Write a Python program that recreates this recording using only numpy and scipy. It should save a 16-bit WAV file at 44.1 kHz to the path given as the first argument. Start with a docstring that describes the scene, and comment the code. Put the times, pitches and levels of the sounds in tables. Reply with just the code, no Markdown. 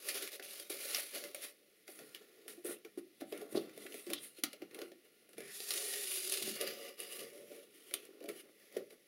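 """On a table in a small furnished room, close under a mono camera microphone: packing paper is crumpled aside,
a carton is lifted out of a cardboard shipping box, the empty box is dragged and the carton is set down. Rubbing
is dense noise grains that hiss and rasp through resonances and drum on the panels; creases crack as decaying
bursts, corners knock as ringing panel modes, and a low boom near 140 Hz swells and rings on at the heavier
moments."""
import sys
import numpy as np
from scipy import signal
from scipy.fft import rfft, irfft, next_fast_len
from scipy.io import wavfile
from scipy.ndimage import uniform_filter1d, map_coordinates

SR = 44100
rng = np.random.default_rng(int(sys.argv[2]) if len(sys.argv) > 2 else 0)


def waveform_to_disk(signal):
    """Save audio, clipped to [-1, 1], as 16-bit WAV at the path in sys.argv[1]."""
    frames = np.transpose(np.atleast_2d(signal))
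    scaled = np.clip(frames, -1, 1) * 32767
    samples = np.round(scaled).astype(np.int16)
    wavfile.write(sys.argv[1], SR, samples)


N = 399987  # samples, about 9.07 s

# spectrum of the quiet room: [pitch_hz, gain_db]
ROOM_TONE_SPECTRUM = [(30, -7), (130, 1), (320, -2), (800, -24), (2000, 1), (7000, -6.5), (13000, -8),
                      (16000, -9)]
ROOM_TONE_DB = -73
# how long the room rings: [pitch_hz, t60_s]
ROOM_DECAY = [(200, 0.34), (2000, 0.19), (10000, 0.076)]
ROOM_DB, ROOM_DELAY = -8.5, 200  # reflections of the hits: level, delay in samples
# low electrical flicker of the preamp: [pitch_hz, gain_db]
PREAMP_SPECTRUM = [(20, -1), (200, -4), (1000, -50)]
PREAMP_DB = -100
# response of the microphone: [pitch_hz, gain_db]
MIC_RESPONSE = [(20, -19), (100, -19.5), (140, -16.5), (300, -1.5), (1800, 1), (16000, 2)]
# reflections in the camera housing: [pitch_hz, width_hz, gain_db]
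HOUSING_REFLECTIONS = [(947, 96, -12), (1283, 13.7, -33), (1582, 63, -9.5), (3184, 54, -2.5),
                       (8634, 2040, -12), (9716, 1550, 9.5)]
TOP_HZ = 15800  # nothing is heard above this

# spectrum of the low boom: [pitch_hz, gain_db]
BOOM_SPECTRUM = [(30, -28), (80, -22), (110, -9), (138, 2.5), (165, -5.5), (215, 1.5), (270, -19),
                 (400, -58.5)]
# swells of the low boom: [full_s, level_db]
BOOM_SWELLS = [(.2, -74), (.48, -73), (.71, -71), (1.24, -72), (2.0, -62), (2.52, -67), (2.68, -68),
               (2.86, -70), (2.97, -64), (3.21, -57), (3.39, -62), (3.55, -42.5), (3.78, -61), (4.1, -51.5),
               (4.43, -65), (4.63, -60), (4.84, -65), (5.38, -53.5), (5.47, -65), (6.42, -48), (6.48, -48),
               (6.67, -57), (7.03, -68), (7.21, -56.5), (7.42, -62.5), (8.28, -64), (8.77, -57.5)]
THUD_RISE_S, THUD_HOLD_S, THUD_T60_S, BOOM_REST_DB = 0.03, 0.025, 0.46, -75.5

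# corners and panels struck: [start_s, level_db, pitch_hz, t60_s]
CORNER_KNOCKS = [(0.395, -39, 389, 0.12), (0.596, -49.5, 464, 0.14), (0.702, -35, 399, 0.041),
                 (0.853, -40, 566, 0.05), (0.982, -41.5, 565, 0.042), (1.162, -41.5, 583, 0.058),
                 (1.345, -44, 550, 0.064), (1.888, -44.5, 367, 0.07), (1.998, -44.5, 431, 0.06),
                 (2.462, -50, 420, 0.087), (2.577, -48, 326, 0.12), (2.648, -34.5, 430, 0.081),
                 (2.692, -33.5, 327, 0.063), (2.707, -38, 406, 0.049), (2.852, -51, 390, 0.032),
                 (2.975, -32.5, 357, 0.047), (3.209, -39.5, 385, 0.032), (3.219, -31.5, 304, 0.057),
                 (3.325, -32, 412, 0.043), (3.355, -48, 410, 0.034), (3.386, -48, 418, 0.056),
                 (3.417, -33, 422, 0.087), (3.524, -40, 336, 0.033), (3.551, -19.5, 340, 0.022),
                 (3.573, -24, 396, 0.015), (3.776, -40.5, 451, 0.045), (3.853, -41.5, 373, 0.091),
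                 (3.944, -37, 427, 0.068), (4.068, -41, 356, 0.11), (4.106, -30, 323, 0.12),
                 (4.384, -42.5, 332, 0.033), (4.436, -26, 288, 0.035), (4.535, -52, 570, 0.075),
                 (4.621, -34, 320, 0.038), (4.739, -59, 363, 0.061), (4.787, -36.5, 444, 0.048),
                 (4.815, -37, 339, 0.12), (4.918, -46, 348, 0.051), (5.286, -54, 570, 0.076),
                 (5.381, -37, 445, 0.07), (5.405, -40.5, 383, 0.061), (5.602, -41.5, 400, 0.04),
                 (5.752, -47, 414, 0.062), (5.928, -50, 425, 0.039), (6.336, -42, 420, 0.048),
                 (6.418, -41, 393, 0.1), (6.476, -33, 339, 0.049), (6.499, -45, 360, 0.058),
                 (6.618, -37, 568, 0.032), (6.996, -42, 443, 0.039), (7.217, -44, 392, 0.089),
                 (7.513, -50, 394, 0.2), (7.915, -46, 555, 0.08), (7.939, -44, 393, 0.044),
                 (8.089, -51, 417, 0.077), (8.207, -50, 440, 0.18), (8.243, -38, 324, 0.099),
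                 (8.287, -41, 436, 0.12), (8.765, -27, 434, 0.096)]
# ringing modes of the cardboard panels: [pitch_hz, level_db]
PANEL_MODES = [(222, -11), (270, 0), (305, 0.5), (345, 7.5), (400, 1), (450, -2.5), (510, -1.5), (575, 7.5),
               (670, 2.5), (760, -1.5)]
# short crunchy strokes of an edge: [start_s, length_s, level_db, pitch_hz]
EDGE_SCUFFS = [(0.084, 0.021, -46.5, 4500), (2.65, 0.12, -66.5, 2640), (3.214, 0.014, -59, 1430),
               (3.317, 0.099, -65, 2050), (3.556, 0.024, -45.5, 4030), (3.864, 0.0036, -47, 1960),
               (4.124, 0.064, -55.5, 3500), (4.44, 0.087, -67, 4270), (5.367, 0.15, -59.5, 1920),
               (6.626, 0.056, -58, 2270), (6.67, 0.012, -61, 4800)]
# creases and edges letting go: [start_s, level_db, fizz_above_level_db, pitch_hz, t60_s]
CREASE_CRACKS = [(0.0863, -29, 1, 2160, 0.16), (0.144, -39, 1, 3630, 0.063),
                 (0.2234, -34.5, -1, 4200, 0.069), (0.2745, -37.5, -1, 2250, 0.084),
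                 (0.318, -44, 1, 4360, 0.055), (0.396, -35.5, -27, 1710, 0.041),
                 (0.4247, -40, -15, 3420, 0.064), (0.597, -37, -1.5, 4370, 0.076),
                 (0.6993, -35.5, 0.5, 3500, 0.072), (0.9462, -22.5, -12, 4980, 0.03),
                 (0.9671, -33, -3, 4750, 0.049), (0.995, -32, -8, 2160, 0.074),
                 (1.1478, -42, 2.5, 2870, 0.072), (1.2381, -36, -5, 1926, 0.079),
                 (1.3458, -35, 0.5, 2210, 0.055), (1.419, -48, 8, 2060, 0.055),
                 (1.878, -38, -23, 1820, 0.063), (1.9892, -44.5, -6, 1430, 0.06),
                 (2.147, -37.5, -6, 3100, 0.038), (2.4798, -37, -3, 1370, 0.074),
                 (2.6464, -48.5, 9, 1400, 0.055), (2.8481, -42.5, -16, 2140, 0.049),
                 (2.9746, -55, 1, 1840, 0.067), (3.2103, -39.5, -10, 1410, 0.041),
                 (3.3236, -38.5, -9, 2520, 0.065), (3.3752, -45, -2, 2600, 0.055),
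                 (3.414, -43, -9, 1410, 0.045), (3.5269, -45, -5, 1680, 0.055),
                 (3.6936, -48.5, -18, 1980, 0.055), (3.7755, -44, -2, 2010, 0.062),
                 (3.8651, -47, -5, 2060, 0.048), (3.922, -42, -11, 2680, 0.055),
                 (3.9417, -41, -3, 2100, 0.06), (4.0655, -40, -15, 2010, 0.072),
                 (4.1014, -34, -4.5, 1390, 0.055), (4.133, -25.5, -3, 3500, 0.048),
                 (4.386, -50, -3, 3380, 0.075), (4.4363, -19, -4, 3940, 0.026),
                 (4.5302, -41, -2, 4100, 0.038), (4.619, -41.5, -28, 2230, 0.04),
                 (4.7102, -50, -21, 1930, 0.055), (4.7451, -41.5, -1.5, 2520, 0.07),
                 (4.789, -37.5, -20, 1350, 0.038), (4.8162, -33.5, -20, 2080, 0.031),
                 (4.9173, -48.5, -17, 1930, 0.047), (5.2904, -56.5, 3, 1970, 0.055),
                 (5.331, -48, -8.5, 1460, 0.055), (5.3806, -41.5, -1, 2180, 0.072),
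                 (5.404, -43, -5, 1880, 0.047), (5.6028, -35.5, -5, 4670, 0.061),
                 (5.7056, -26, -4.5, 4630, 0.082), (5.7167, -34, -8.5, 4490, 0.055),
                 (5.7368, -29.5, -3, 3700, 0.11), (5.7757, -31.5, -3, 3660, 0.055),
                 (5.9364, -30.5, -11, 3650, 0.07), (6.117, -34, -5, 2590, 0.055),
                 (6.1579, -35, -11, 4920, 0.06), (6.2958, -34.5, 4.5, 4870, 0.071),
                 (6.321, -30.5, 3, 3200, 0.17), (6.3382, -28.5, -5, 4100, 0.066),
                 (6.3725, -31, -1, 4840, 0.083), (6.4239, -28, -3, 3890, 0.075),
                 (6.611, -27.5, -3, 2220, 0.11), (6.674, -33, -7, 4700, 0.11),
                 (7.001, -39, 4.5, 2820, 0.098), (7.1223, -43, 1, 2800, 0.078),
                 (7.1908, -40, -1, 2900, 0.17), (7.91, -42.5, -14, 1980, 0.067),
                 (7.9386, -26.5, 1, 3400, 0.024), (8.051, -48.5, -2, 1810, 0.055),
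                 (8.069, -60, -5, 2650, 0.055), (8.2048, -52, -9, 2440, 0.055),
                 (8.2267, -53, -9, 2240, 0.055), (8.2392, -46.5, -3, 1460, 0.055),
                 (8.2576, -48, -7, 2980, 0.049), (8.2883, -34, -7, 1780, 0.055),
                 (8.7244, -52, -2, 2070, 0.06), (8.767, -38.5, -5.5, 1920, 0.077),
                 (8.9052, -47, -25, 2010, 0.055)]
CRACK_RISE_S = 0.0011

# tone of the rasp, the high fizz and the panel drumming: [pitch_hz, gain_db] each
RASP_SPECTRUM = [(100, -72), (500, -5.5), (1000, -7), (2200, 0), (4500, -2), (7000, -4.5), (10000, -9.5)]
FIZZ_SPECTRUM = [(1000, -73), (4000, -70), (7000, -10), (9000, 2.5), (16000, -20)]
DRUM_SPECTRUM = [(60, -30.5), (130, -9), (200, 1.5), (450, 7), (800, -11.5), (1500, -13.5), (3000, -32.5)]
# bounds of the handling stages: paper twice, grip, lift, turn, drag twice, slide, nudge, set down, settle, end: [start_s]
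STAGE_STARTS = [0, 0.751, 1.7, 3.0, 4.3, 5.35, 6.05, 6.561, 7.29, 7.66, 8.45, 9.07]
# one list a stage, resonances of the surfaces rubbed: [pitch_hz, half_width_hz, boost_db]
SURFACE_RESONANCES = [
    [(397, 24, 9.5), (574, 33, 13), (1400, 35, 2), (3000, 360, -1), (4260, 1100, 2.5)],
    [(406, 25, 3), (582, 17, 11), (1440, 40, 2), (2060, 83, 4.5), (4360, 160, 2)],
    [(320, 15, 4), (419, 16, 7), (1410, 54, 5.5), (1890, 110, 6.5)],
    [(295, 9.9, 8), (403, 19, -6), (1380, 44, 5), (2040, 68, 8.5), (2680, 59, 7.5), (3640, 530, 5)],
    [(308, 31, 1.5), (412, 15, -0.5), (560, 16, 0), (1410, 33, 8), (2080, 100, 9), (2860, 110, 12),
     (4170, 85, 10)],
    [(408, 16, 17), (562, 7.8, 11), (720, 13, 12.5), (1880, 47, 9), (2670, 64, 1), (3860, 520, 1.5),
     (4770, 1100, 7), (7450, 850, 10)],
    [(198, 30, 11), (381, 22, 24), (583, 15, 15), (2790, 110, 6), (3860, 520, 5.5), (4880, 290, 7),
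     (7100, 760, 9.5)],
    [(215, 6.3, 7), (376, 27, 11), (459, 9.2, 14.5), (567, 26, 19), (718, 4, 19), (1190, 44, 11),
     (1440, 36, 5), (1980, 95, 5.5), (2870, 104, 10.5), (4770, 88, 4.5), (4990, 36, 11)],
    [(377, 37, 7), (457, 10, 11.5), (579, 17, 18), (2040, 150, 5.5), (2980, 400, 4.5)],
    [(324, 42, 5.5), (408, 14, 8.5), (588, 12, 1), (1400, 67, 3.5), (1920, 89, 5.5), (2920, 220, 7)],
    [(422, 24, 2), (563, 14, 8.5), (2040, 140, 8.5)],
]
# hands resting on the card: [rasp_db, fizz_db, drumming_db]
RESTING_HANDS = [-80, -79, -72]
# the empty box dragged over the table: [time_s, rasp_db, fizz_db, drumming_db]
BOX_DRAG = [(5.4, -69, -67, -61), (5.54, -55.5, -54.5, -69), (5.644, -50, -49.5, -70),
            (5.726, -46, -45, -50.5), (5.818, -45, -44, -52), (5.88, -46, -43.5, -51.5),
            (6.108, -47.5, -44.5, -57), (6.278, -44, -43, -54), (6.458, -46, -46.5, -50.5),
            (6.562, -50, -54, -57), (6.674, -53.5, -65, -49), (6.826, -52.5, -58, -53),
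            (6.89, -52, -60, -50)]
STOP_T60_S = 0.23  # the drag dies away when the box stops
# strokes of paper, hands and carton: [start_s, swell_s, hold_s, fade_t60_s, rasp_db, fizz_db, drumming_db]
HAND_STROKES = [(0.001, 0.1, 0.015, 0.14, -45.5, -47, -50.5), (.12, .03, 0.026, 0.36, -45, -48.5, -52),
                (0.201, 0.023, 0.016, 0.26, -46, -51, -51.5),
                (0.304, 0.029, 0.021, 0.15, -50.5, -54, -57.5), (0.418, .012, 0.16, 0.49, -54, -54, -65),
                (0.695, 0.0033, 0.016, 0.69, -48.5, -50, -52.5), (0.73, .12, 0.11, .3, -47, -49, -58.5),
                (.86, 0.083, 0.059, .45, -45, -46, -58), (1.118, 0.03, .01, 0.49, -46, -51, -50.5),
                (1.216, 0.031, 0.013, 0.28, -54.5, -58, -50), (1.347, .01, 0.007, 0.37, -52.5, -55.5, -56),
                (1.414, 0.026, 0.007, .22, -49.5, -51, -55.5), (1.865, .025, 0.035, 0.7, -61.5, -57.5, -64),
                (1.96, 0.039, 0.018, .4, -64.5, -88, -55.5), (2.06, 0.033, 0.058, .3, -68, -71, -64.5),
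                (2.142, 0.0036, .005, 0.19, -57, -66, -62), (2.2, .015, 0.0076, 0.11, -72, -80, -57.5),
                (2.183, 0.029, 0.33, .45, -71.5, -77, -66), (2.478, 0.0051, 0.024, 0.32, -58, -58, -61),
                (2.64, 0.015, 0.071, 0.15, -56, -49.5, -47), (2.846, 0.0078, 0.0079, 0.1, -67, -78, -50),
                (2.972, .012, 0.0081, 0.078, -60.5, -60, -53), (3.2, .006, 0.0071, .2, -62, -66, -61),
                (3.26, 0.038, .02, .3, -67, -62, -71), (3.314, 0.0055, 0.098, 0.47, -66, -65.5, -50.5),
                (3.491, .025, 0.012, .2, -64, -57, -53), (3.544, 0.0034, 0.024, 0.23, -56.5, -56.5, -41.5),
                (3.59, 0.0089, .05, 0.98, -65.5, -75, -55), (3.713, 0.089, 0.15, 0.74, -64, -62.5, -59),
                (3.9, 0.074, 0.017, 0.49, -58, -56, -73), (4.071, .025, 0.024, 0.24, -56, -63, -47.5),
                (4.177, 0.058, .02, 0.3, -58.5, -53.5, -66.5), (4.34, 0.034, 0.024, 0.13, -63, -64, -72),
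                (4.433, 0.0023, 0.0081, 0.27, -56, -60, -62), (4.523, 0.0081, .005, 0.24, -61.5, -74, -57),
                (4.596, 0.024, .01, .25, -68, -81, -55.5), (4.707, 0.049, 0.085, 0.28, -64, -66, -51.5),
                (5.028, 0.025, 0.0084, 0.18, -75, -82, -66), (5.287, 0.0088, 0.053, .3, -81, -75, -66),
                (5.363, .02, .03, 0.6, -84, -66, -59), (6.595, .01, 0.033, 0.32, -48, -56, -43),
                (6.663, 0.0087, .01, 0.16, -47, -59, -53), (6.969, 0.024, 0.044, 0.68, -53, -57, -56),
                (7.07, 0.062, 0.032, 0.27, -51.5, -51, -56), (7.166, .03, 0.041, 0.31, -52.5, -57.5, -49.5),
                (7.294, .04, 0.096, 0.56, -64.5, -65, -55), (7.469, 0.049, 0.04, 0.57, -61.5, -63.5, -54),
                (7.674, 0.11, 0.18, .3, -65.5, -66.5, -65.5), (7.929, 0.006, 0.012, 0.5, -57.5, -61, -55),
                (8.018, 0.014, 0.022, 0.33, -72.5, -83, -61.5),
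                (8.073, 0.028, 0.044, 0.41, -81, -87, -60.5),
                (8.167, 0.049, 0.018, 0.25, -70.5, -86, -52.5), (8.281, 0.0027, .01, 0.26, -57, -58, -44),
                (8.301, 0.073, 0.028, 0.2, -61.5, -62.5, -58.5), (8.423, 0.013, 0.024, 0.31, -77, -87, -62),
                (8.482, .006, .004, 0.059, -78, -84, -59), (8.547, .06, 0.16, .4, -68.5, -75, -70),
                (8.715, 0.057, 0.0077, 0.22, -58.5, -71, -49.5),
                (8.896, 0.0063, 0.032, 0.16, -68.5, -70, -58.5)]
SWELL_DB = 16  # a stroke starts this far under its level


def amp(db):
    """Gain of a dB value."""
    return 10 ** (np.asarray(db) / 20)


def unit(x):
    """Scaled to rms 1."""
    return x / np.sqrt(np.mean(x ** 2) + 1e-20)


def along(points, hz):
    """Rows of (pitch_hz, value) read on a log frequency axis."""
    point_hz, values = np.transpose(points)
    return np.interp(np.log(hz + 1), np.log(point_hz + 1), values)


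def curves(rows):
    """One value per sample for each column after the time."""
    time_s, *columns = np.transpose(rows)
    return [np.interp(np.arange(N) / SR, time_s, column) for column in columns]


def wobble(rate):
    """A smooth random curve, rate knots a second."""
    knots = rng.standard_normal(int(N * rate / SR) + 4)
    return map_coordinates(knots, [np.arange(N) * rate / SR])


def coloured(x, db_of):
    """x through a causal minimum-phase filter with the gain db_of(hz)."""
    m = 2 * next_fast_len(N // 2 + 8192)
    cepstrum = irfft(np.log(amp(db_of(np.fft.rfftfreq(m, 1 / SR)))), m)
    # folding the cepstrum forward makes the filter ring only after its input
    cepstrum[1:m // 2] *= 2
    cepstrum[m // 2 + 1:] = 0
    return irfft(rfft(x, m) * np.exp(rfft(cepstrum)), m)[:N]


def shaped(x, spectrum):
    """x through the gains of a spectrum table."""
    return coloured(x, lambda hz: along(spectrum, hz))


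def noise(spectrum):
    """Steady noise of rms 1 with the given spectrum."""
    return unit(shaped(rng.standard_normal(N), spectrum))


def stroke(start, swell, hold, t60):
    """Gain that swells, holds and fades."""
    t = np.arange(N) / SR - start
    swell_db = -SWELL_DB * np.maximum(1 - t / swell, 0)
    fade_db = -60 * np.maximum(t - swell - hold, 0) / t60
    return (t > 0) * amp(swell_db + fade_db)


def room_tone():
    """The quiet room is steady coloured noise."""
    return amp(ROOM_TONE_DB) * noise(ROOM_TONE_SPECTRUM)


def room(x):
    """A small furnished room; every third of a second meets a new pattern of decaying reflections."""
    out, step = np.zeros(N + SR), SR // 3
    for a in range(0, N, step):
        hz, t, z = signal.stft(rng.standard_normal(SR // 2), SR, nperseg=256)
        decay = amp(-60 * t / along(ROOM_DECAY, hz)[:, None])
        tail = signal.istft(z * decay, SR, nperseg=256)[1]
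        wet = signal.fftconvolve(x[a:a + step], tail / np.linalg.norm(tail))
        out[a + ROOM_DELAY:][:len(wet)] += wet
    return out[:N]


def low_boom():
    """A low boom near 140 Hz is noise that swells and fades at each listed moment, over a faint steady rest."""
    gain = amp(BOOM_REST_DB)
    for full_s, db in BOOM_SWELLS:
        gain = gain + amp(db) * stroke(full_s - THUD_RISE_S, THUD_RISE_S, THUD_HOLD_S, THUD_T60_S)
    return gain * noise(BOOM_SPECTRUM)


def knocks():
    """Each blow is a thump of a few cycles, and rings the panel modes near its pitch most, at new strengths."""
    out, t = np.zeros(N + SR), np.arange(SR // 3) / SR
    hz, mode_db = np.transpose(PANEL_MODES)[:, :, None]
    for s, db, pitch, t60 in CORNER_KNOCKS:
        octaves_off = np.abs(np.log2(hz / pitch))
        share = amp(mode_db - 7.8 * octaves_off + rng.normal(0, 6.2, hz.shape))
        modes = np.sin(2 * np.pi * hz * t + rng.uniform(0, 2 * np.pi, hz.shape))
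        ring = amp(-60 * t / t60) * (share * modes).sum(axis=0) / share.sum()
        thump = t / 0.0043 * np.exp(1 - t / 0.003) * np.sin(2 * np.pi * pitch * t)
        onset = 1 - np.exp(-t / 0.00047)
        out[round(s * SR):][:len(t)] += amp(db) * onset * (thump + 1.45 * ring)
    return out[:N]


def grains(spread_db, lumpy_db):
    """Dense slips of uneven size, arriving in clumps."""
    uneven_db = spread_db * np.minimum(rng.exponential(size=N), 6)
    clumps_db = lumpy_db * (wobble(30) + wobble(140))
    return unit(amp(uneven_db + clumps_db) * rng.standard_normal(N))


def scuffs():
    """Lumpy slips for the length of the stroke, through one resonance of the edge."""
    out, t = np.zeros(N + SR), np.arange(SR // 3) / SR
    slips = grains(spread_db=3, lumpy_db=1.5)
    for s, length, db, hz in EDGE_SCUFFS:
        shape = np.minimum(t / 0.002, 1) * amp(-60 * np.maximum(t - length, 0) / 0.017)
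        ring = signal.lfilter(*signal.iirpeak(hz, 4.5, SR), slips[round(s * SR):][:len(t)])
        out[round(s * SR):][:len(t)] += amp(db) * shape * unit(ring)
    return out[:N]


def cracks():
    """A burst that swells for its rise time and dies away as noise, ringing at its own pitch."""
    rasp, fizz, t = np.zeros(N + SR), np.zeros(N + SR), np.arange(SR // 4) / SR
    rise, late = np.minimum(t / CRACK_RISE_S, 1), np.maximum(t - CRACK_RISE_S, 0)
    for s, db, fizz_db, hz, t60 in CREASE_CRACKS:
        snap = amp(-60 * late / 0.015)
        rattle = 0.5 * amp(-60 * late / t60)
        burst = rise * (snap + rattle) * rng.standard_normal(len(t))
        ring = signal.lfilter(*signal.iirpeak(hz, 3.5, SR), burst)
        rasp[round(s * SR):][:len(t)] += amp(db) * (0.47 * burst + 0.69 * ring)
        fizz[round(s * SR):][:len(t)] += amp(db + fizz_db) * burst
    return shaped(rasp[:N], RASP_SPECTRUM) + shaped(fizz[:N], FIZZ_SPECTRUM)


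def in_stages(x):
    """Each stage of the handling colours x with the resonances of the surfaces in contact, at rms 1."""
    out = np.zeros(N)
    for start, end, peaks in zip(STAGE_STARTS, STAGE_STARTS[1:], SURFACE_RESONANCES):
        part = slice(round(start * SR), round(end * SR))
        length = len(x[part])
        m = next_fast_len(length)
        hz = np.fft.rfftfreq(m, 1 / SR)
        boost = 1 + sum((amp(db) - 1) / (1 + ((hz - c) / w) ** 2) for c, w, db in peaks)
        out[part] = unit(irfft(rfft(x[part], m) * boost, m)[:length])
    return out


def drumming(gain):
    """Rough sliding keeps the panels muttering: low grains through the surface resonances."""
    return gain * in_stages(shaped(grains(spread_db=1, lumpy_db=0.8), DRUM_SPECTRUM))


def patchy(x, depth_db):
    """The contact spot wanders, so narrow bands swell and fade for a while."""
    z = signal.stft(x, nperseg=512)[2]
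    across_bands = uniform_filter1d(rng.standard_normal(z.shape), size=3, axis=0)
    field = uniform_filter1d(across_bands, size=20, axis=1)  # smooth in time
    return signal.istft(z * amp(depth_db * unit(field)), nperseg=512)[1][:N]


def rubbing(rasp_gain, fizz_gain):
    """One stream of slips rasps through the resonances of the surfaces in contact, and fizzes."""
    slips = patchy(grains(spread_db=2.0, lumpy_db=1.3), depth_db=1.8)
    rasp = in_stages(shaped(slips, RASP_SPECTRUM))
    fizz = unit(shaped(slips, FIZZ_SPECTRUM))
    return rasp_gain * rasp + fizz_gain * fizz


def contact():
    """Gains of rasp, fizz and drumming: strokes, the drag and resting hands add in power."""
    t = np.arange(N) / SR
    drag_start, drag_end = BOX_DRAG[0][0], BOX_DRAG[-1][0]
    dragging = (t > drag_start) * amp(-60 * np.maximum(t - drag_end, 0) / STOP_T60_S)
    power = amp(RESTING_HANDS)[:, None] ** 2 + (dragging * amp(curves(BOX_DRAG))) ** 2
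    for start, swell, hold, t60, *db in HAND_STROKES:
        power = power + np.outer(amp(db) ** 2, stroke(start, swell, hold, t60) ** 2)
    return np.sqrt(power)


def scene():
    """Everything reaches one microphone, so both channels agree; only the hits excite the room."""
    hits = cracks() + scuffs() + knocks()
    rasp, fizz, drum = contact()
    background = room_tone() + amp(ROOM_DB) * room(hits) + low_boom()
    handling = drumming(drum) + rubbing(rasp, fizz)
    return np.tile(background + hits + handling, (2, 1))


def record(dry):
    """The microphone cuts bass, its housing adds notches and a presence peak; then the band limit."""
    def colour(hz):
        housing = sum(db * np.exp(-((hz - c) / w) ** 2) for c, w, db in HOUSING_REFLECTIONS)
        return along(MIC_RESPONSE, hz) + housing

    heard = rfft(coloured(dry[0], colour) + amp(PREAMP_DB) * noise(PREAMP_SPECTRUM))
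    in_band = np.fft.rfftfreq(N, 1 / SR) < TOP_HZ
    return np.tile(irfft(heard * in_band, N), (2, 1))


dry = scene()
out = record(dry)
waveform_to_disk(out)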